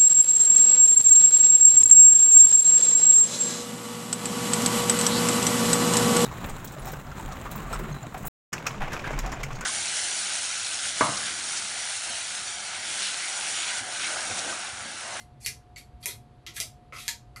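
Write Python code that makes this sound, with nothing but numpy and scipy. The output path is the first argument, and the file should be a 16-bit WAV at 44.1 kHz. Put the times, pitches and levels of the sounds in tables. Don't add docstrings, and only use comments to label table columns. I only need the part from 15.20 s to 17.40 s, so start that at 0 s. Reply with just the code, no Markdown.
import sys
import numpy as np
from scipy import signal
from scipy.fft import rfft, irfft, next_fast_len
from scipy.io import wavfile
from scipy.ndimage import map_coordinates

SR = 44100
rng = np.random.default_rng(int(sys.argv[2]) if len(sys.argv) > 2 else 0)


def transcribe(u):
    v = np.clip(np.atleast_2d(u).T, -1, 1)
    q = np.round(v * 32767).astype(np.int16)
    wavfile.write(sys.argv[1], SR, q)


def elevation(decibels):
    levels = np.asarray(decibels, float)
    return 10 ** (levels / 20)


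N = 97020

KNOCK_STARTS = [.2618, .5606, .8576, 1.2649, 1.3652, 1.4017, 1.7235, 1.7628, 1.8802, 2.1605]
# peak [dB], then ring of board, blade root, blade bend and blade tip [dB].
KNOCKS = [
    (-12, -28, -4, -7, -4),
    (-30.5, -6, 5.5, -1, -11.5),
    (-13, -28, 1, -4.5, 5),
    (-23.5, -6, 1, 2.5, -10),
    (-21, -20, 0.5, 5.5, 2),
    (-13, -14, 0, -1.5, -1),
    (-24, 28.5, 20, -19.5, -31),
    (-28.5, 14, 7, -7.5, -8),
    (-12, -15.5, 0, 0, -4),
    (-30.5, 8, 3.5, -17, -3),
]
DRAG_STARTS = [0, .2, .245, .563, .802, .826, 1.268, 1.335, 1.364, 1.727, 1.78, 2.163, .872]
# length [s], level [dB], swell over the stroke [dB], brightness [dB], ring of the blade bend [dB].
DRAGS = [(0.011, -43.5, -18, -0.5, -3), (0.04, -58.5, 14.5, 2, -9), (.017, -38.5, -11.5, 1.5, -7),
         (.03, -57, 12.5, -1, -1), (0.031, -66.5, 8, 1.5, -6), (0.016, -49.5, 11.5, -2, 4.5),
         (0.035, -46, -14.5, -7, -5), (0.039, -49, 13.5, 0, -1.5), (0.033, -46, -5, -10, -2.5),
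         (0.068, -49.5, 1.5, -5.5, 0.5), (0.094, -44, -5.5, -1.5, 4.5), (0.0486, -52, -20, 7, -8),
         (.04, -39.5, -3, -2.5, 2.5)]
SQUEAK_STARTS = [.246, .246, .005, .033, 1.36, 1.785, 1.762, 2.161, .828, .84, 1.85]
SQUEAK_PITCHES = [4420, 11300, 4350, 4300, 3750, 2600, 4950, 4500, 4450, 4450, 3320]
# length [s], level [dB].
SQUEAKS = [(0.017, -33), (.008, -48.5), (0.018, -60.5), (0.024, -71), (0.0053, -51), (0.007, -36.5),
           (.006, -38), (0.0033, -39.5), (0.0044, -44.5), (0.011, -51.5), (0.011, -58)]
THUD_STARTS = [.262, .859, .859, .859, 1.266, 1.402, 1.402, 1.724, 1.881, .915, .27, .72, .262, 1.368,
               1.881, .561, .561, 1.265, 1.265, 1.724, 2.161, 2.161, .858, .5606, 1.4017, 1.4017, 1.8802,
               .262]
# pitch [Hz], width [Hz], peak level [dB].
THUDS = [(417, 60, -54.5), (400, 110, -45.5), (560, 230, -48), (968, 80, -49.5), (339.6, 17, -58.5),
         (445, 160, -50), (648, 104, -48.5), (500, 270, -47), (932, 62, -51), (110.2, 17.5, -49.5),
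         (60, 20, -49.5), (55, 20, -53), (1668, 40, -51), (1680, 190, -42), (1733, 230, -33),
         (2205, 250, -39), (4490, 300, -40), (3100, 540, -36.5), (4500, 230, -49.5), (1388, 160, -47.5),
         (1330, 210, -46.5), (2040, 146, -42), (2470, 340, -32.5), (7340, 600, -43), (6070, 450, -31),
         (7550, 370, -28.5), (7000, 900, -22), (2410, 100, -38)]
# centre [Hz], width [Hz], level [dB].
BOARD = [(1100, 80, -6.5), (1314, 120, 0)]
BLADE_ROOT = [(2042, 201, 1.5), (2277, 96, -1.5), (2428, 78, 1), (2757, 363, -5)]
BLADE_BEND = [(3297, 190, -0.5), (3880, 470, -1)]
BLADE_MIDDLE = [(4367, 330, -1), (4968, 490, -4), (5620, 500, -3.5), (6314, 1100, -3.5)]
BLADE_TIP = [(7620, 500, -1), (8500, 900, -5), (9300, 1000, -4), (10100, 800, -3), (11400, 1400, -2)]
# frequency [Hz], gain [dB].
CARRY = [(300, -20), (900, -0.5), (1500, -0.5), (12000, -2), (13000, -4), (14500, -10), (15400, -33.5),
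         (16300, -64.5)]
# frequency [Hz], time to fall 60 dB [s].
ROOM_DECAY = [(300, 0.32), (800, .3), (2000, 0.18), (5500, 0.21), (12000, 0.19)]
# frequency [Hz], level [dB per Hz].
RUMBLE = [(12, -49.5), (25, -7), (55, 5), (90, 1), (135, 7.5), (170, -12), (230, -2.5), (330, -24),
          (500, -120)]
HISS = [(180, -43), (300, -7), (700, -12.5), (1060, -15.5), (2120, -25), (4600, -29), (5300, -37),
        (11500, -40), (13000, -69)]
# rms level [dB], unsteadiness [dB].
HUM_PITCHES = [119.7, 720.1]
HUM = [(-63, 1), (-63, 2.1)]

MODE_SCATTER_DB = 1.5
SKIRT = 1.263
ROOM_DB, ROOM_DELAY_S, ROOM_RISE_S = 3.5, 0.0024, 0.00067
CRACK_S, CRACK_RISE_S, KNOCK_DB = 0.0018, 0.0006, -7.5
SOFTER_DB = 21.5
DIRECT_DB, DIRECT_GROWS = 1, 0.25
GRAINS_PER_S, DRAG_BOARD_DB, DRAG_RISE_S, CHATTER_DB = 8600, -10.5, 0.004, 2.5
SQUEAK_SWAY, SQUEAK_DIRECT_DB = 0.019, 5.5
RUMBLE_DB, HISS_DB = -53, -63


def unit(x):
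    return x / np.sqrt(np.mean(x ** 2) + 1e-20)


def along(points, hz):
    f, v = np.transpose(points)
    return np.interp(np.log(hz + 1), np.log(f + 1), v)


def filtered(x, response):
    m = next_fast_len(len(x) + 8192)
    return irfft(rfft(x, m) * response(np.fft.rfftfreq(m, 1 / SR)), m)


def causal(gain):
    cepstrum = irfft(np.log(gain + 1e-6))
    half = len(cepstrum) // 2
    fold = np.r_[1, 2 * np.ones(half - 1), 1, np.zeros(len(cepstrum) - half - 1)]
    return np.exp(rfft(cepstrum * fold))


def wobble(rate):
    points = rng.standard_normal(int(N * rate / SR) + 4)
    return map_coordinates(points, [np.arange(N) * rate / SR])


def ring(modes, f):
    power = 0
    for centre, width, db in modes:
        luck_db = MODE_SCATTER_DB * rng.standard_normal()
        damping = (f * width) ** 2
        peak = damping / ((centre ** 2 - f * f) ** 2 + damping)
        power = power + elevation(db + luck_db) ** 2 * peak ** SKIRT
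    return power


def knife(force, board_db, root_db, bend_db, tip_db):
    groups = ((BOARD, board_db), (BLADE_ROOT, root_db), (BLADE_BEND, bend_db), (BLADE_MIDDLE, 0),
              (BLADE_TIP, tip_db))

    def response(f):
        power = sum(elevation(2 * db) * ring(modes, f) for modes, db in groups)
        return causal(elevation(along(CARRY, f)) * np.sqrt(power))

    return filtered(force, response)


def add_in_room(out, start, x, direct_db=0):
    hz, t, z = signal.stft(rng.standard_normal(SR // 2), SR, nperseg=256)
    decay = elevation(-60 * t / along(ROOM_DECAY, hz)[:, None])
    tail = signal.istft(z * decay, SR, nperseg=256)[1]
    tail = tail * (1 - np.exp(-np.arange(len(tail)) / SR / ROOM_RISE_S))
    direct = x * elevation(direct_db)
    wet = signal.fftconvolve(x, tail / np.linalg.norm(tail)) * elevation(ROOM_DB)
    for when, part in ((start, direct), (start + ROOM_DELAY_S, wet)):
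        view = out[round(when * SR):]
        view[:len(part)] += part[:len(view)]


def knocks():
    out, t = np.zeros(N), np.arange(512) / SR
    for start, (db, *rings_db) in zip(KNOCK_STARTS, KNOCKS):
        slow = 2 ** (-db / SOFTER_DB)
        rise = (1 - np.exp(-t / (CRACK_RISE_S * slow))) ** 2
        burst = rng.standard_normal(len(t)) * elevation(-60 * t / (CRACK_S * slow)) * rise
        z = rfft(burst, 1024)
        even = irfft(z / causal(np.abs(z) + 0.3 * np.abs(z).mean()))
        x = knife(even, *rings_db)
        x = x / np.linalg.norm(x) * np.sqrt(SR / 1000)
        add_in_room(out, start, x * elevation(db + KNOCK_DB), DIRECT_DB + DIRECT_GROWS * (db + 9))
    return out


def grit(seconds):
    moment, side = rng.random((2, 8192))[:, :round(seconds * SR)]
    return unit((moment < GRAINS_PER_S / SR) * np.sign(side - 0.5))


def drags():
    out = np.zeros(N)
    for start, (length, db, swell_db, bright_db, bend_db) in zip(DRAG_STARTS, DRAGS):
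        grains = grit(length)
        t = np.arange(len(grains)) / SR
        pressure = elevation(swell_db * t / length + CHATTER_DB * wobble(80)[:len(grains)])
        force = grains * pressure * (1 - np.exp(-t / DRAG_RISE_S))
        x = knife(force, DRAG_BOARD_DB - 2 * bright_db, -bright_db, bend_db, bright_db)
        x = x / np.linalg.norm(x) * np.sqrt(len(grains))
        add_in_room(out, start, x * elevation(db + swell_db / 2 - ROOM_DB))
    return out


def squeaks():
    out = np.zeros(N)
    for start, hz, (length, db) in zip(SQUEAK_STARTS, SQUEAK_PITCHES, SQUEAKS):
        sway = wobble(220)[:round(length * SR)]
        u = np.linspace(0, 1, len(sway))
        phase = 2 * np.pi * np.cumsum(hz * (1 + SQUEAK_SWAY * sway)) / SR
        tone = np.sin(phase) * np.minimum(1, 8 * u) * np.sqrt(1 - u)
        add_in_room(out, start, tone * elevation(db + 2.0 * sway - SQUEAK_DIRECT_DB), SQUEAK_DIRECT_DB)
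    return out


def thuds():
    out = np.zeros(N)
    for start, (hz, width_hz, db) in zip(THUD_STARTS, THUDS):
        def resonance(f):
            damping = 1j * f * width_hz
            return (damping / (hz * hz - f * f + damping)) ** 2

        x = filtered(np.ones(1), resonance)
        add_in_room(out, start, x / np.abs(x).max() * elevation(db))
    return out


def steady_noise(spectrum):
    return unit(filtered(rng.standard_normal(N), lambda f: elevation(along(spectrum, f)))[:N])


def appliance():
    t = np.arange(N) / SR
    out = elevation(RUMBLE_DB) * steady_noise(RUMBLE) + elevation(HISS_DB) * steady_noise(HISS)
    for hz, (db, sway_db) in zip(HUM_PITCHES, HUM):
        level = elevation(db + sway_db * wobble(12)) * np.sqrt(2)
        out += level * np.sin(2 * np.pi * hz * t + 0.15 * wobble(17))
    return out


def scene():
    return (knocks() + drags() + squeaks() + thuds() + appliance())[None]


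def top_cut(x):
    return signal.sosfilt(signal.butter(12, 15870, fs=SR, output="sos"), x)


def record(dry):
    return top_cut(dry)


dry = scene()
out = record(dry)
transcribe(out)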